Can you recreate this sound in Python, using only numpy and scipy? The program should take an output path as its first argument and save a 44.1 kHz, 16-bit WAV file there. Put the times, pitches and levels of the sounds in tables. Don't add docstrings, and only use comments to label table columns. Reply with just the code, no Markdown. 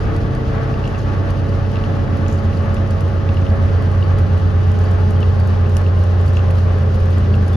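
import sys
import numpy as np
from scipy import signal
from scipy.fft import rfft, irfft
from scipy.io import wavfile

SR = 44100
rng = np.random.default_rng(int(sys.argv[2]) if len(sys.argv) > 2 else 0)


def unload_audio(sound):
    columns = np.transpose(np.atleast_2d(sound))
    steps = np.round(np.clip(columns, -1, 1) * 32767)
    wavfile.write(sys.argv[1], SR, steps.astype(np.int16))


N = 333396
TIME = np.arange(N) / SR
BIN_HZ = np.maximum(np.arange(N // 2 + 1) * SR / N, 1)
OPPOSED = np.array([[1], [-1]])


# time_s, level_db
FIRING_LEVEL = [(0, -22.5), (.8, -25), (1.1, -19.5), (1.4, -18.5), (2.15, -20), (2.5, -18), (3, -18),
                (3.7, -14.5), (5, -13.5), (7.5, -13)]
# time_s, pan_db, lead_rad
FIRING_PATH = [(0, -1.6, .7), (1.1, -3.2, .34), (2.1, -3.2, .27), (3.1, -2.8, .07), (5.1, -1.4, .01),
               (7.5, -.8, .02)]
# time_s, level_db
FOURTH_LEVEL = [(0.0, -25), (0.6, -23), (1.05, -29), (1.5, -25.5), (2.3, -28), (3.3, -32), (4, -29),
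                (5.8, -29), (7.3, -27)]
# crank_multiple, initial_db, fade_db_per_s, pan_db
GROWL_ORDERS = [(9, -35, 2.2, -6.5), (10, -35, 3, -0.5), (12, -48, 1.5, 0)]
# crank_multiple, mid_gain_db, side_gain_db
ENGINE_ORDERS = [(1, -41, -63), (1.5, -37, -69), (2, -37, -57), (2.5, -37, -70), (4.5, -40, -54),
                 (5, -38, -55), (6, -46, -53), (7.5, -45, -69), (15, -49, -54), (17, -52, -54),
                 (23, -54, -60), (25, -59, -58), (26, -55, -60), (27, -50, -47.5), (28, -58, -55),
                 (30, -56, -54), (33, -58, -61), (35, -55, -65), (36, -57, -59), (40, -57, -56),
                 (42, -57, -55)]

def engine(crank_hz):
    firing_db, fourth_db = in_time(FIRING_LEVEL) + in_time(FOURTH_LEVEL)
    crank = turning(crank_hz)
    boom = tone(3 * crank, firing_db, *in_time(FIRING_PATH))
    hum = tone(4 * crank, fourth_db + .98 * drift(1.2), pan_db=1, lead_rad=.09)
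    growl = 0
    for multiple, initial_db, fade_db_per_s, pan_db in GROWL_ORDERS:
        level_db = initial_db - fade_db_per_s * TIME + 2.2 * drift(3.5)
        growl += tone(multiple * crank, level_db, pan_db, lead_rad=-.3)
    bed = from_db(1.2) * orders(crank + .028 * drift(1.8), ENGINE_ORDERS, waver_db=2)
    return boom + hum + growl + bed


# time_s, level_db
THROB_LEVEL = [(0, -46), (.8, -42), (1.2, -29), (1.7, -33), (2.35, -22), (3.1, -23.7), (3.6, -18.5),
               (3.95, -28), (4.4, -20), (5, -28), (5.45, -24.5), (6, -36), (6.6, -40), (7.5, -37)]
# shaft_multiple, mid_db, side_db
SHAFT_ORDERS = [(1, -33, -48), (4, -40, -56)]

def propeller_shaft(crank_hz, overdrive_ratio=1.3592):
    throb_db, = in_time(THROB_LEVEL)
    overrun = 1 + .0089 * np.exp(-TIME / 1.4)
    shaft = turning(overdrive_ratio * crank_hz * overrun)
    throb = tone(2 * shaft + .047 * drift(1.6), throb_db, pan_db=.7, lead_rad=0)
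    return throb + orders(shaft, SHAFT_ORDERS, waver_db=-.3)


# freq_hz, gain_db
RUMBLE_COLOUR = [(10, -21.5), (20, -20), (30, -10.5), (42, 1.5), (50, -6.5), (60, 2.5), (80, -3), (105, -4),
                 (150, -14), (250, -69), (1000, -87.5)]
# time_s, level_db
RUMBLE_LEVEL = [(0, -18), (.5, -24), (2.5, -27.5), (4.5, -25.5), (6, -22.5), (7.5, -25)]
# freq_hz, gain_db
DRONE_COLOUR = [(40, -31), (70, -19.5), (105, -1), (140, 1.5), (175, -2.5), (205, 1), (255, -8),
                (400, -7.5), (520, -11.5), (750, -25), (1400, -89.5), (4000, -100)]
# time_s, gain_db
DRONE_GAIN = [(0.0, -26), (2.36, -25.5), (4.02, -26), (6.34, -27), (7.56, -24.5)]
# freq_hz, gain_db
TYRE_COLOUR = [(100, -46.5), (300, -18), (500, -4.5), (620, 0), (860, -3), (970, -5.5), (1080, -3.3),
               (1300, -3), (1430, -6.5), (1750, -7), (2200, -15.5), (2800, -21), (3800, -28), (7000, -66.5),
               (12000, -95.5)]
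# freq_hz, gain_db
AIR_COLOUR = [(1500, -15), (2800, 10), (3600, 4.5), (4700, 4), (6300, -2), (7500, -10), (8700, -20.5),
              (10000, -7.5), (12000, -20), (14500, -23.5), (16000, -24.5)]

def road():
    rumble_db, drone_db = in_time(RUMBLE_LEVEL) + in_time(DRONE_GAIN)
    tyre_db = -31.51 - .24 * TIME
    rumble = noise(RUMBLE_COLOUR, from_db(rumble_db + drift(1.5)))
    drone = noise(DRONE_COLOUR, from_db(drone_db + .44 + .34 * drift(19)))
    tyres = noise(TYRE_COLOUR, from_db(tyre_db + 1.06 * drift(5.7)))
    air = noise(AIR_COLOUR, from_db(-47 + 1.2 * drift(19)))
    return rumble + drone + tyres + air


# time_s, level_db, pan_db, lead_rad
PUMP_HUM_PATH = [(0, -33, 4, 0.2), (1.1, -36, 2.7, -1), (2.1, -30.5, -9.5, -.5), (3.1, -32, -2, 1),
                 (4.1, -33, 3, 2.3), (5.1, -29.5, 7.5, 1.5), (6.1, -36.5, -3, 3), (6.9, -33, -1, 0.5),
                 (7.35, -28.5, 0, 0.1)]
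# time_s, level_db
PUMP_WHINE_LEVEL = [(0.0, -34), (0.7, -31.5), (1.05, -49), (1.5, -36.5), (2.5, -38.5), (2.9, -49),
                    (3.4, -47), (3.75, -38.5), (4.6, -37), (5, -33), (5.5, -37), (5.9, -36.5), (7.4, -37.5)]
# time_s, pan_db, lead_rad
PUMP_WHINE_PATH = [(0, 2.8, .3), (1.1, 2.8, -.1), (2.5, .5, 1.6), (4.1, -7, -1.3), (6.1, -4, -1.1),
                   (7.3, 0, -1.9)]
# rotor_multiple, mid_db, side_db
PUMP_ORDERS = [(3, -48, -48), (4, -53, -51), (5, -55, -66)]

def pump(crank_hz, belt_ratio=7.055):
    hum_db, *hum_place = in_time(PUMP_HUM_PATH)
    whine_db, = in_time(PUMP_WHINE_LEVEL)
    rotor = turning(belt_ratio * crank_hz) + .27 * drift(2.4)
    hum = tone(rotor + .4 * drift(6), hum_db + 1.5 * drift(9.9), *hum_place)
    whine = tone(2 * rotor, whine_db, *in_time(PUMP_WHINE_PATH))
    return hum + whine + orders(rotor, PUMP_ORDERS, waver_db=4.5)


# time_s, gain_db
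GEAR_GAIN = [(0.0, -40.5), (2.2, -37), (3.6, -34), (3.8, -40.5), (4.2, -35.5), (4.7, -44), (6.5, -36),
             (7.1, -38), (7.4, -65)]
# time_s, pan_db, lead_rad
GEAR_PATH = [(0, -2.5, -1.3), (2.1, 4.8, 0), (4.1, -4.8, -.2), (5.1, -5.2, -.6), (7.1, 2.5, -.8)]

def timing_gears(crank_hz):
    gear_db, = in_time(GEAR_GAIN)
    mesh = 18 * turning(crank_hz) + .1 * drift(5.4)
    return tone(mesh, gear_db + .8 + .7 * drift(8.9), *in_time(GEAR_PATH))


def singing_panel(crank_hz, centre_hz=596, width_hz=22):
    pitch_hz = 20 * crank_hz
    resonance = 1 / np.hypot(1, 2 * (pitch_hz - centre_hz) / width_hz)
    return resonance * tone(turning(pitch_hz), -40.5 + 1.2 * drift(5.8), pan_db=-4, lead_rad=.91)


# start_s, gain_db, pitch_hz
CHIRPS = [(0.740, -29, 2680), (0.840, -28, 2800), (0.854, -29, 2750), (0.8613, -35.5, 2740),
          (0.875, -30, 2800), (0.9478, -30.5, 2700), (0.957, -33, 2680), (1.65, -35, 2690),
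          (1.757, -29, 2840), (1.768, -28.5, 2670), (1.839, -29, 2810), (2.263, -28.5, 2680),
          (2.529, -33, 2770), (2.767, -28.5, 2640), (3.29, -28.5, 2680), (3.345, -34.5, 2680),
          (3.37, -27.5, 2810), (3.466, -29.5, 2840), (3.689, -34, 2670), (4.026, -28.5, 2890),
          (5.229, -23.5, 2800), (5.66, -32, 2670), (5.768, -31.5, 2900), (5.864, -29.5, 2730),
          (6.369, -23, 2730), (6.392, -29, 2850), (6.504, -31, 2640), (7.259, -33.5, 2680),
          (7.341, -27.5, 2740)]
# freq_hz, gain_db
SNAP_COLOUR = [(800, -25), (2000, -5), (2800, 0), (3700, -3), (5500, -13), (8000, -28), (16000, -55)]
# freq_hz, gain_db
CHIRP_COLOUR = [(500, -70.5), (1500, -25), (2300, -14), (2650, 1.5), (2930, -6), (3250, -17.5),
                (4200, -25.5), (8000, -56.5), (16000, -77)]

def fitting(rise_s=.0011):
    chirps = np.zeros((2, N))
    age = TIME[:SR // 20]
    swell = age / rise_s * np.exp(1 - age / rise_s)
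    for start_s, gain_db, pitch_hz in CHIRPS:
        start = int(start_s * SR)
        note = tone(2 * np.pi * pitch_hz * age, gain_db - 1.2, pan_db=3, lead_rad=1) / np.sqrt(2)
        chirps[:, start:start + len(age)] += swell * note
    snaps = sum(burst(start_s, gain_db - 10, t60_s=.035) for start_s, gain_db, _ in CHIRPS)
    echoes = sum(burst(start_s, gain_db - 19.5, t60_s=.1) for start_s, gain_db, _ in CHIRPS)
    strays = stray_bursts(per_s=2, level_db=-46, t60_s=.024)
    return chirps + noise(SNAP_COLOUR, snaps) + noise(CHIRP_COLOUR, echoes + strays)


# start_s, gain_db
TICKS = [(0.164, -36.5), (0.35, -37), (0.875, -45), (0.957, -45), (0.982, -47), (1.304, -37),
         (1.4922, -41.5), (1.717, -42.5), (2.171, -40), (2.339, -40.5), (2.572, -43), (2.624, -44.5),
         (2.744, -32.5), (2.9086, -35), (3.0072, -34), (3.079, -44), (3.342, -40.5), (3.631, -43.5),
         (3.8223, -39), (3.916, -44.5), (4.186, -34.5), (4.380, -43.5), (4.7172, -37), (4.7892, -38),
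         (4.84, -40), (4.912, -42), (5.108, -35), (5.205, -39), (5.3984, -39), (5.474, -34.5),
         (5.6956, -39.5), (5.768, -23.5), (5.815, -40.5), (5.991, -43), (6.038, -38.5), (6.2118, -40),
         (6.261, -38), (6.279, -38.5), (6.2856, -40), (6.334, -37.5), (6.5084, -36), (6.5557, -41.5),
         (6.586, -41.5), (6.785, -43), (6.833, -44.5), (6.944, -38), (6.956, -38), (7.0567, -39.5),
         (7.105, -41.5), (7.183, -37), (7.354, -39), (7.481, -35), (7.532, -37)]
# time_s, level_db
RATTLE_LEVEL = [(0, -61), (2, -60), (2.4, -54), (3.9, -55.5), (5.2, -52), (5.9, -54), (6.4, -50.5),
                (7.5, -52.5)]
# freq_hz, gain_db
TICK_COLOUR = [(1000, -19.5), (2500, 2.5), (4500, 4), (7000, 4), (10000, 4), (12000, -4.5), (13500, -8.5),
               (16000, -16)]

def window_trim():
    rattle_db, = in_time(RATTLE_LEVEL)
    ticks = sum(burst(start_s, gain_db - 3.5, t60_s=.011) for start_s, gain_db in TICKS)
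    echoes = sum(burst(start_s, gain_db - 17.5, t60_s=.096) for start_s, gain_db in TICKS)
    rattle = stray_bursts(per_s=27, level_db=rattle_db, t60_s=.016)
    return noise(TICK_COLOUR, ticks + echoes + rattle)


# start_s, gain_db
CLINKS = [(0.164, -39), (0.35, -38), (0.875, -45), (0.980, -41), (1.305, -39), (1.389, -39), (1.490, -39),
          (1.716, -42), (1.811, -38), (2.386, -40), (2.573, -42), (2.905, -38), (3.502, -38), (4.038, -37),
          (4.474, -40), (4.854, -35), (4.886, -41), (5.401, -36), (6.279, -39), (6.944, -40), (7.182, -41),
          (7.327, -39), (7.528, -39)]

def clinks(centre_hz=4586):
    out = np.zeros((2, N + SR))
    age = TIME[:SR // 5]
    for start_s, gain_db in CLINKS:
        start = int(start_s * SR)
        pitch_hz = centre_hz * (1 + .011 * rng.standard_normal())
        ring = tone(2 * np.pi * pitch_hz * age, gain_db - 6.5, pan_db=4, lead_rad=.65)
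        out[:, start:start + len(age)] += ring * decay(age, t60_s=.04)
    return out[:, :N]


# start_s, length_s, pitch_hz, peak_db
SQUEAKS = [(5.154, 0.028, 3170, -45), (5.197, 0.038, 3040, -41), (7.52, .06, 3500, -43)]

def squeaks():
    out = np.zeros((2, N))
    for start_s, length_s, pitch_hz, peak_db in SQUEAKS:
        swell = np.sin(np.pi * np.clip((TIME - start_s) / length_s, 0, 1))
        phase = 2 * np.pi * pitch_hz * TIME + .5 * drift(50)
        out += swell * tone(phase, peak_db, pan_db=1.5, lead_rad=.4) / np.sqrt(2)
    return out


# start_s, level_db, t60_s
SCUFFS = [(0.87, -54, .25), (0.98, -52, 0.24), (2.282, -45.5, 0.38), (5.72, -61, 0.49), (6.361, -51, 0.23)]
# freq_hz, gain_db
SCUFF_COLOUR = [(2500, -18), (5000, 0.5), (6800, 5), (9000, -10), (11500, -9), (13000, -24), (16000, -41)]

def scuffs():
    catching = from_db(6 * drift(120))
    return noise(SCUFF_COLOUR, catching * sum(burst(*scuff) for scuff in SCUFFS))


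# time_s, level_db
ALTERNATOR_LEVEL = [(3.4, -78), (3.8, -62), (3.98, -66), (4.12, -61.5), (4.3, -67), (4.5, -61.5),
                    (4.7, -68), (5.05, -59.5), (5.45, -61.5), (5.65, -69), (5.9, -64), (6.3, -78)]

def alternator(crank_hz, cycles_per_crank_turn=150.3):
    whine_db, = in_time(ALTERNATOR_LEVEL)
    phase = turning(cycles_per_crank_turn * crank_hz) + .8 * drift(6)
    return tone(phase, whine_db + 3 * drift(10), pan_db=4, lead_rad=.6)


# freq_hz, side_db
STEREO_WIDTH = [(30, -19), (80, -21), (140, -16), (200, -9), (260, -3.5), (320, -6), (600, -3.5),
                (900, -.5), (1100, -3), (1750, -.5), (2200, -1.5), (2800, -5), (4200, -4), (7200, -4),
                (8300, -16), (9800, -4), (11700, -14), (13200, -2), (15000, -16)]
# freq_hz, pan_db
STEREO_PAN = [(60, -.5), (120, .3), (230, .5), (460, .5), (900, 2.4), (1760, 2), (3500, 2), (6800, 1),
              (13000, -.5)]
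# freq_hz, lead_rad
STEREO_LEAD = [(1000, 0), (1500, -.5), (2200, .5), (2800, .85), (4000, .1), (5000, .5), (6000, 0),
               (7200, -1.6), (8300, -3.14), (9800, -4.7), (11700, -6.28), (15000, -9.42)]

def noise(colour, envelope):
    white = rng.standard_normal((2, N)) * envelope
    mid, side = rfft(white) * rms_one(per_bin(colour) * standing_waves())
    width = per_bin(STEREO_WIDTH)
    lead_rad = np.interp(BIN_HZ, *np.transpose(STEREO_LEAD))
    stereo = (mid + OPPOSED * width * side) / np.sqrt(1 + width ** 2)
    panned = stereo * per_bin(STEREO_PAN) ** (OPPOSED / 2)
    return irfft(panned * np.exp(1j * OPPOSED * lead_rad / 2), N)


def standing_waves(depth_db=2.4, spacing_hz=20):
    knots_hz = np.arange(SR // 2 + 1) * spacing_hz
    ripple = np.interp(BIN_HZ, knots_hz, rng.standard_normal(len(knots_hz)).clip(-2, 1.5))
    return from_db(depth_db * ripple * np.minimum(BIN_HZ / 900, 1))


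def turning(speed_hz):
    return 2 * np.pi * np.cumsum(speed_hz) / SR


def tone(angle, level_db, pan_db, lead_rad):
    amplitude = np.sqrt(2) * from_db(level_db + OPPOSED * pan_db / 2)
    return amplitude * np.cos(angle + OPPOSED * lead_rad / 2)


def orders(angle, table, waver_db):
    mid, side = np.zeros((2, N))
    for multiple, mid_db, side_db in table:
        swell = from_db(waver_db * drift(2.2))
        mid_phase, side_phase = rng.uniform(0, 2 * np.pi, 2)
        mid += from_db(mid_db) * swell * np.sin(multiple * angle + mid_phase)
        side += from_db(side_db) * swell * np.sin(multiple * angle + side_phase)
    return np.sqrt(2) * (mid + OPPOSED * side)


def burst(start_s, peak_db, t60_s):
    out, start = np.zeros(N), int(start_s * SR)
    age = TIME[:min(N - start, SR // 3)]
    out[start:start + len(age)] = from_db(peak_db) * decay(age, t60_s)
    return out


def stray_bursts(per_s, level_db, t60_s):
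    sizes = from_db(level_db + 1.5 * rng.standard_normal(N).clip(-2, 2))
    hits = rng.random(N) < per_s * from_db(4 * drift(3)) / SR
    return signal.lfilter([1], [1, -decay(1 / SR, t60_s)], hits * sizes + 1e-18)


def decay(age_s, t60_s):
    return np.exp(-np.log(1000) * age_s / t60_s)


def drift(rate_hz):
    hop, settle = 100, 1000
    pole = np.exp(-2 * np.pi * rate_hz * hop / SR)
    white = rng.standard_normal(N // hop + settle + 2)
    slow = signal.lfilter([1], [1, -2 * pole, pole * pole], white)[settle:]
    return np.interp(np.arange(N) / hop, np.arange(len(slow)), rms_one(slow))


def in_time(rows):
    time_s, *columns = np.transpose(rows)
    return [np.interp(TIME, time_s, column) for column in columns]


def per_bin(points):
    freq_hz, gain_db = np.transpose(points)
    return from_db(np.interp(np.log(BIN_HZ), np.log(freq_hz), gain_db))


def from_db(db):
    return 10 ** (np.asarray(db) / 20)


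def rms_one(x):
    return x / np.sqrt(np.mean(x ** 2) + 1e-20)


def scene():
    crank_hz = 31.805 - .3241 * TIME
    drivetrain = engine(crank_hz) + propeller_shaft(crank_hz)
    whines = pump(crank_hz) + timing_gears(crank_hz) + singing_panel(crank_hz) + alternator(crank_hz)
    cabin = fitting() + window_trim() + clinks() + squeaks() + scuffs()
    return drivetrain + road() + whines + cabin


def record(dry):
    cutoff_hz = 15600
    eased = dry * signal.windows.tukey(N, .001)
    return signal.sosfilt(signal.ellip(10, .1, 80, cutoff_hz, fs=SR, output="sos"), eased)


dry = scene()
out = record(dry)
unload_audio(out)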